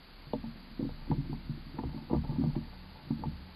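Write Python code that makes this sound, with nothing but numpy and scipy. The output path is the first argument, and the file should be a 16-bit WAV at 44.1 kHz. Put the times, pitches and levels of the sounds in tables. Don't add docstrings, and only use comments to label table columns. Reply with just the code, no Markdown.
import sys
import numpy as np
from scipy import signal
from scipy.fft import rfft, irfft
from scipy.io import wavfile
from scipy.ndimage import uniform_filter1d

SR = 44100
rng = np.random.default_rng(int(sys.argv[2]) if len(sys.argv) > 2 else 0)


def unload_audio(sound):
    columns = np.transpose(np.atleast_2d(sound))
    steps = np.round(np.clip(columns, -1, 1) * 32767)
    wavfile.write(sys.argv[1], SR, steps.astype(np.int16))


def gain_from_db(level_db):
    decades = np.asarray(level_db, float) / 20
    return 10 ** decades


N = 156555

# start_s, sway_level_db, lowest_panel_level_db
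ROCKING_LEVELS = [(0.0, -62.5, -81), (0.37, -50.5, -53), (0.71, -55, -71.5), (0.92, -43, -48.5),
                  (1.0, -47, -72), (1.13, -41, -41), (1.17, -44, -51), (1.78, -51, -57.5),
                  (1.86, -47.5, -39.5), (2.05, -55, -67.5), (2.17, -53, -34.5), (2.29, -41, -56),
                  (2.43, -61, -39.5), (2.55, -39.5, -53.5), (2.61, -48.5, -52), (3.0, -61, -59.5),
                  (3.29, -48, -43), (3.55, -65, -58.5)]
# start_s, level_db
HUM_LEVELS = [(0, -74), (2.3, -75), (2.45, -58), (2.9, -55.5), (3.0, -69), (3.25, -51), (3.35, -57),
              (3.55, -55.5)]
# pitch_hz, relative_level_db
HISS_COLOUR = [(20, 10), (50, 9.5), (100, 11.5), (250, 10.5), (500, 3), (1000, 4), (2000, 1.5),
               (3500, -0.5), (4150, 4), (4530, 7), (4750, 4.5), (5100, -5.5)]
# pitch_hz, relative_level_db, fade_by_60_db_s
BOX_MODES = [(101, -19, 0.36), (132.9, -0.5, 0.16), (150, 1, 0.24), (183.1, -11, 0.38), (229.7, -0.5, 0.22),
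             (269.4, 2.5, 0.14), (318.7, -13, 0.2), (336.4, -1.5, 0.098)]
# pitch_hz, relative_level_db, fade_by_60_db_s
BOARD_MODES = [(397, -14, 0.037), (480.6, -14, 0.074), (503, -19.5, 0.022), (600.6, -14, 0.071),
               (674, -20.5, 0.013), (752, -16.5, 0.061), (815, -14.5, 0.039), (875, -6.5, 0.064),
               (952, -13, 0.062), (990, -19.5, 0.013), (1160, -17, 0.072)]
# start_s, level_db
PAW_LEVELS = [(0.0, -102), (0.31, -56), (0.44, -59.5), (0.84, -53), (0.93, -52.5), (1.23, -42.5),
              (1.55, -51), (1.74, -51), (1.88, -42), (2.0, -54), (2.17, -54), (2.3, -50), (2.47, -38.5),
              (2.62, -55.5), (2.87, -60), (3.11, -54), (3.23, -40.5), (3.39, -60.5), (3.55, -63)]
# start_s, level_db
SCRAPE_LEVELS = [(0.0, -91), (0.36, -69.5), (0.82, -92), (1.01, -60.5), (1.22, -68.5), (1.35, -71.5),
                 (1.56, -77), (1.79, -69), (1.96, -59), (2.17, -72.5), (2.28, -54.5), (2.81, -65),
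                 (3.0, -59.5), (3.1, -65.5), (3.55, -63.5)]
# start_s, low_level_db, middle_level_db, upper_level_db
KNOCKS_ON_BOX = [(0.267, -42.5, -57.5, -51), (0.333, -44, -26.5, -43.5), (0.348, -41, -38.5, -38),
                 (0.437, -54, -29, -50), (0.468, -41.5, -40, -68), (0.556, -52, -41, -47.5),
                 (0.709, -65, -39, -58), (0.792, -40, -40.5, -21), (0.824, -29.5, -30.5, -26),
                 (0.849, -44, -36.5, -27.5), (0.895, -40, -42.5, -52), (1.017, -40, -49.5, -70.5),
                 (1.075, -45, -35.5, -34.5), (1.1, -26, -31, -23), (1.111, -22.5, -37, -42),
                 (1.147, -34.5, -50.5, -33), (1.179, -27, -33.5, -31), (1.25, -39, -61, -42.5),
                 (1.295, -38, -43, -34.5), (1.323, -36.5, -30.5, -49), (1.35, -51, -46.5, -40),
                 (1.492, -27.5, -39, -53), (1.572, -46.5, -63, -39.5), (1.741, -43, -59, -37),
                 (1.786, -50, -32, -28), (1.834, -35, -44, -36.5), (1.85, -34.5, -36, -32.5),
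                 (1.868, -42, -53.5, -54.5), (1.943, -45, -41.5, -36.5), (1.961, -38.5, -32, -47),
                 (2.019, -45, -66, -46), (2.108, -43, -27, -27), (2.129, -37.5, -33, -13),
                 (2.157, -33, -21.5, -43), (2.178, -33.5, -42, -43), (2.238, -42, -41.5, -53),
                 (2.29, -29.5, -29, -50), (2.319, -49, -49, -31), (2.351, -53, -49, -44),
                 (2.382, -31.5, -18, -46), (2.394, -43, -31.5, -22.5), (2.429, -29.5, -33.5, -36),
                 (2.435, -35, -31.5, -34), (2.473, -26.5, -45, -60.5), (2.562, -31, -27, -22.5),
                 (3.066, -42, -63, -43.5), (3.104, -32, -23.5, -31.5), (3.209, -46, -46, -53),
                 (3.255, -45, -31, -36), (3.267, -28, -51, -43)]
KNOCK_PITCHES = [140, 225, 310]
# start_s, peak_level_db, pitch_hz, fade_by_60_db_s
BONE_SNAPS = [(0.3305, -42, 3380, 0.0083), (1.11, -40.5, 1900, .002), (1.787, -42.5, 1640, .004),
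              (2.133, -41.5, 1490, .004), (2.555, -43.5, 2240, .002)]
# start_s, low_level_db, middle_level_db, upper_level_db
BITES_ON_BOARDS = [(0.3335, -24.5, -24.5, -41), (0.44, -58, -45, -46), (0.558, -41, -51, -66),
                   (0.792, -39, -45, -74), (0.804, -31.5, -46, -62), (0.826, -40, -41, -47.5),
                   (0.847, -36.5, -45, -52), (0.891, -38, -45, -49), (1.077, -46, -42, -50),
                   (1.113, -34, -41, -27.5), (1.124, -36, -39, -45), (1.328, -36.5, -42, -39),
                   (1.765, -39, -51, -56), (1.783, -35, -43.5, -32), (1.793, -42, -42, -35),
                   (1.808, -45, -46, -48), (1.822, -59, -49, -43), (1.835, -34, -42, -34.5),
                   (1.892, -46, -56, -62), (1.941, -42, -44, -55), (1.975, -54, -39.5, -48),
                   (2.098, -29, -35, -32), (2.11, -34.5, -44, -28), (2.13, -25.5, -27, -30.5),
                   (2.144, -37, -42, -26), (2.164, -36, -50, -36), (2.178, -47.5, -49, -50),
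                   (2.236, -53, -46, -44), (2.246, -45.5, -36.5, -39.5), (2.292, -45, -37, -45.5),
                   (2.318, -60, -49, -47), (2.328, -44, -52, -39), (2.357, -40, -45, -45),
                   (2.385, -45.5, -44, -55), (2.415, -52, -37, -47.5), (2.437, -30.5, -32.5, -40),
                   (2.459, -38, -51, -43.5), (2.552, -46, -36, -35), (2.562, -55, -45, -46),
                   (2.726, -49.5, -41, -46.5), (3.106, -61, -53, -40.5), (3.22, -46, -49, -48.5),
                   (3.236, -40, -46, -33), (3.255, -44, -45, -42)]
BITE_PITCHES = [480, 680, 900]

KNOCK_BAND_HZ, BITE_BAND_HZ = [123, 317], [407, 1130]


def curve(rows, column=1):
    table = np.array(rows, float)
    return gain_from_db(np.interp(np.arange(N) / SR, table[:, 0], table[:, column]))


def unit(x):
    return x / np.sqrt(np.mean(x ** 2))


def walls(x, band_hz):
    return signal.sosfilt(signal.butter(3, band_hz, "bandpass", fs=SR, output="sos"), x)


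def ring(x, hz, t60):
    fade_per_sample = np.log(1000) / (max(t60, .001) * SR)
    pole = np.exp(2j * np.pi * hz / SR - fade_per_sample)
    return signal.lfilter([1], [1, -pole], x).imag


def waver(smooth_s):
    width = int(smooth_s * SR)
    once = uniform_filter1d(rng.standard_normal(N), width)
    return unit(uniform_filter1d(once, width))


def swing(hz, wander_hz):
    pitch = hz + wander_hz * waver(0.047)
    strength = gain_from_db(0.47 * waver(0.031))
    return strength * np.sqrt(2) * np.sin(2 * np.pi * np.cumsum(pitch) / SR)


def rumble(band_hz):
    return unit(walls(rng.standard_normal(N), band_hz))


def rocking():
    sway_hz, sway_wander_hz, rumble_db = 31.1, 2.5, -9
    panel_hz, panel_wander_hz, thud_db = 71, 4.1, -4.5
    sway = swing(sway_hz, sway_wander_hz) + gain_from_db(rumble_db) * rumble([23, 62])
    panel = swing(panel_hz, panel_wander_hz) + gain_from_db(thud_db) * rumble([47, 140])
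    return curve(ROCKING_LEVELS) * sway + curve(ROCKING_LEVELS, column=2) * panel


def distant_hum():
    hum_hz, wander_hz = 186, 1.7
    return curve(HUM_LEVELS) * swing(hum_hz, wander_hz)


def camera_hiss():
    hiss_db = -55
    hz = np.fft.rfftfreq(N, 1 / SR) + 1
    colour = np.array(HISS_COLOUR, float)
    gain = gain_from_db(np.interp(np.log(hz), np.log(colour[:, 0]), colour[:, 1]))
    gain = gain * (hz > colour[0, 0]) * (hz < 6000)
    return gain_from_db(hiss_db) * unit(irfft(rfft(rng.standard_normal(N)) * gain, N))


def camera_whine():
    whine_hz, whine_db = 2099, -76
    return gain_from_db(whine_db) * np.sin(2 * np.pi * whine_hz * np.arange(N) / SR)


def grains(per_s, modes):
    grain_db = 4
    happens = rng.random(N) < per_s / SR
    pushes = happens * gain_from_db(grain_db * rng.standard_normal(N))
    out = np.zeros(N)
    for hz, level_db, t60 in modes:
        out += gain_from_db(level_db) * ring(pushes * rng.standard_normal(N), hz, t60)
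    return unit(out)


def paw_rustle():
    return walls(curve(PAW_LEVELS) * grains(140, BOX_MODES), KNOCK_BAND_HZ)


def tooth_scrape():
    return walls(curve(SCRAPE_LEVELS) * grains(440, BOARD_MODES), BITE_BAND_HZ)


def strike(events, level_hz, modes, contact_s, count):
    scatter_db, chatter_s = 2.5, 0.00796
    blows = np.array(events, float)
    scatter = scatter_db * rng.standard_normal((len(blows), len(modes)))
    lag = rng.random((len(blows), count))
    lag[:, 0] = 0
    either_way = 1.32 * rng.choice([-1., 1.], lag.shape)
    size = np.exp(-1.2 * lag) * np.where(lag > 0, either_way, .8)
    at = ((blows[:, :1] + chatter_s * lag) * SR).astype(int)
    out = np.zeros(N)
    for k, (hz, mode_db, t60) in enumerate(modes):
        blow_db = np.array([np.interp(np.log(hz), np.log(level_hz), row[1:]) for row in blows])
        level_db = blow_db + mode_db + scatter[:, k]
        pushes = np.zeros(N)
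        np.add.at(pushes, at, gain_from_db(level_db)[:, None] * size)
        out += ring(pushes, hz, t60)
    contact = np.hanning(int(contact_s * SR) + 3)
    return np.convolve(out, contact / contact.sum())[:N]


def knocks():
    blows = strike(KNOCKS_ON_BOX, KNOCK_PITCHES, BOX_MODES, contact_s=0.0012, count=1)
    return walls(blows, KNOCK_BAND_HZ)


def bone_snaps():
    swell_s = 0.0025
    out, n = np.zeros(N), np.arange(SR // 50)
    for start_s, peak_db, hz, t60 in BONE_SNAPS:
        crackle = rng.standard_normal(len(n)) * n * np.exp(-n / (swell_s * SR))
        burst = ring(crackle, hz, t60)
        out[int(start_s * SR) + n] += gain_from_db(peak_db) * burst / np.abs(burst).max()
    return out


def bites():
    blows = strike(BITES_ON_BOARDS, BITE_PITCHES, BOARD_MODES, contact_s=0.00069, count=5)
    return walls(blows, BITE_BAND_HZ)


def scene():
    moving = rocking() + distant_hum() + paw_rustle() + tooth_scrape()
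    return (moving + knocks() + bone_snaps() + bites())[None]


def roll_off(x):
    return signal.sosfilt(signal.butter(12, 15620, fs=SR, output="sos"), x)


def record(dry):
    top_hz, camera_sr = 5030, 16000
    noisy = dry[0] + camera_hiss() + camera_whine()
    treble_cut = signal.ellip(10, .1, 45, top_hz, fs=SR, output="sos")
    dull = signal.sosfiltfilt(treble_cut, noisy)
    slow = signal.resample_poly(dull, 160, 441)
    mix = np.interp(np.arange(N) / SR, np.arange(len(slow)) / camera_sr, slow)
    return roll_off(mix[None])


dry = scene()
out = record(dry)
unload_audio(out)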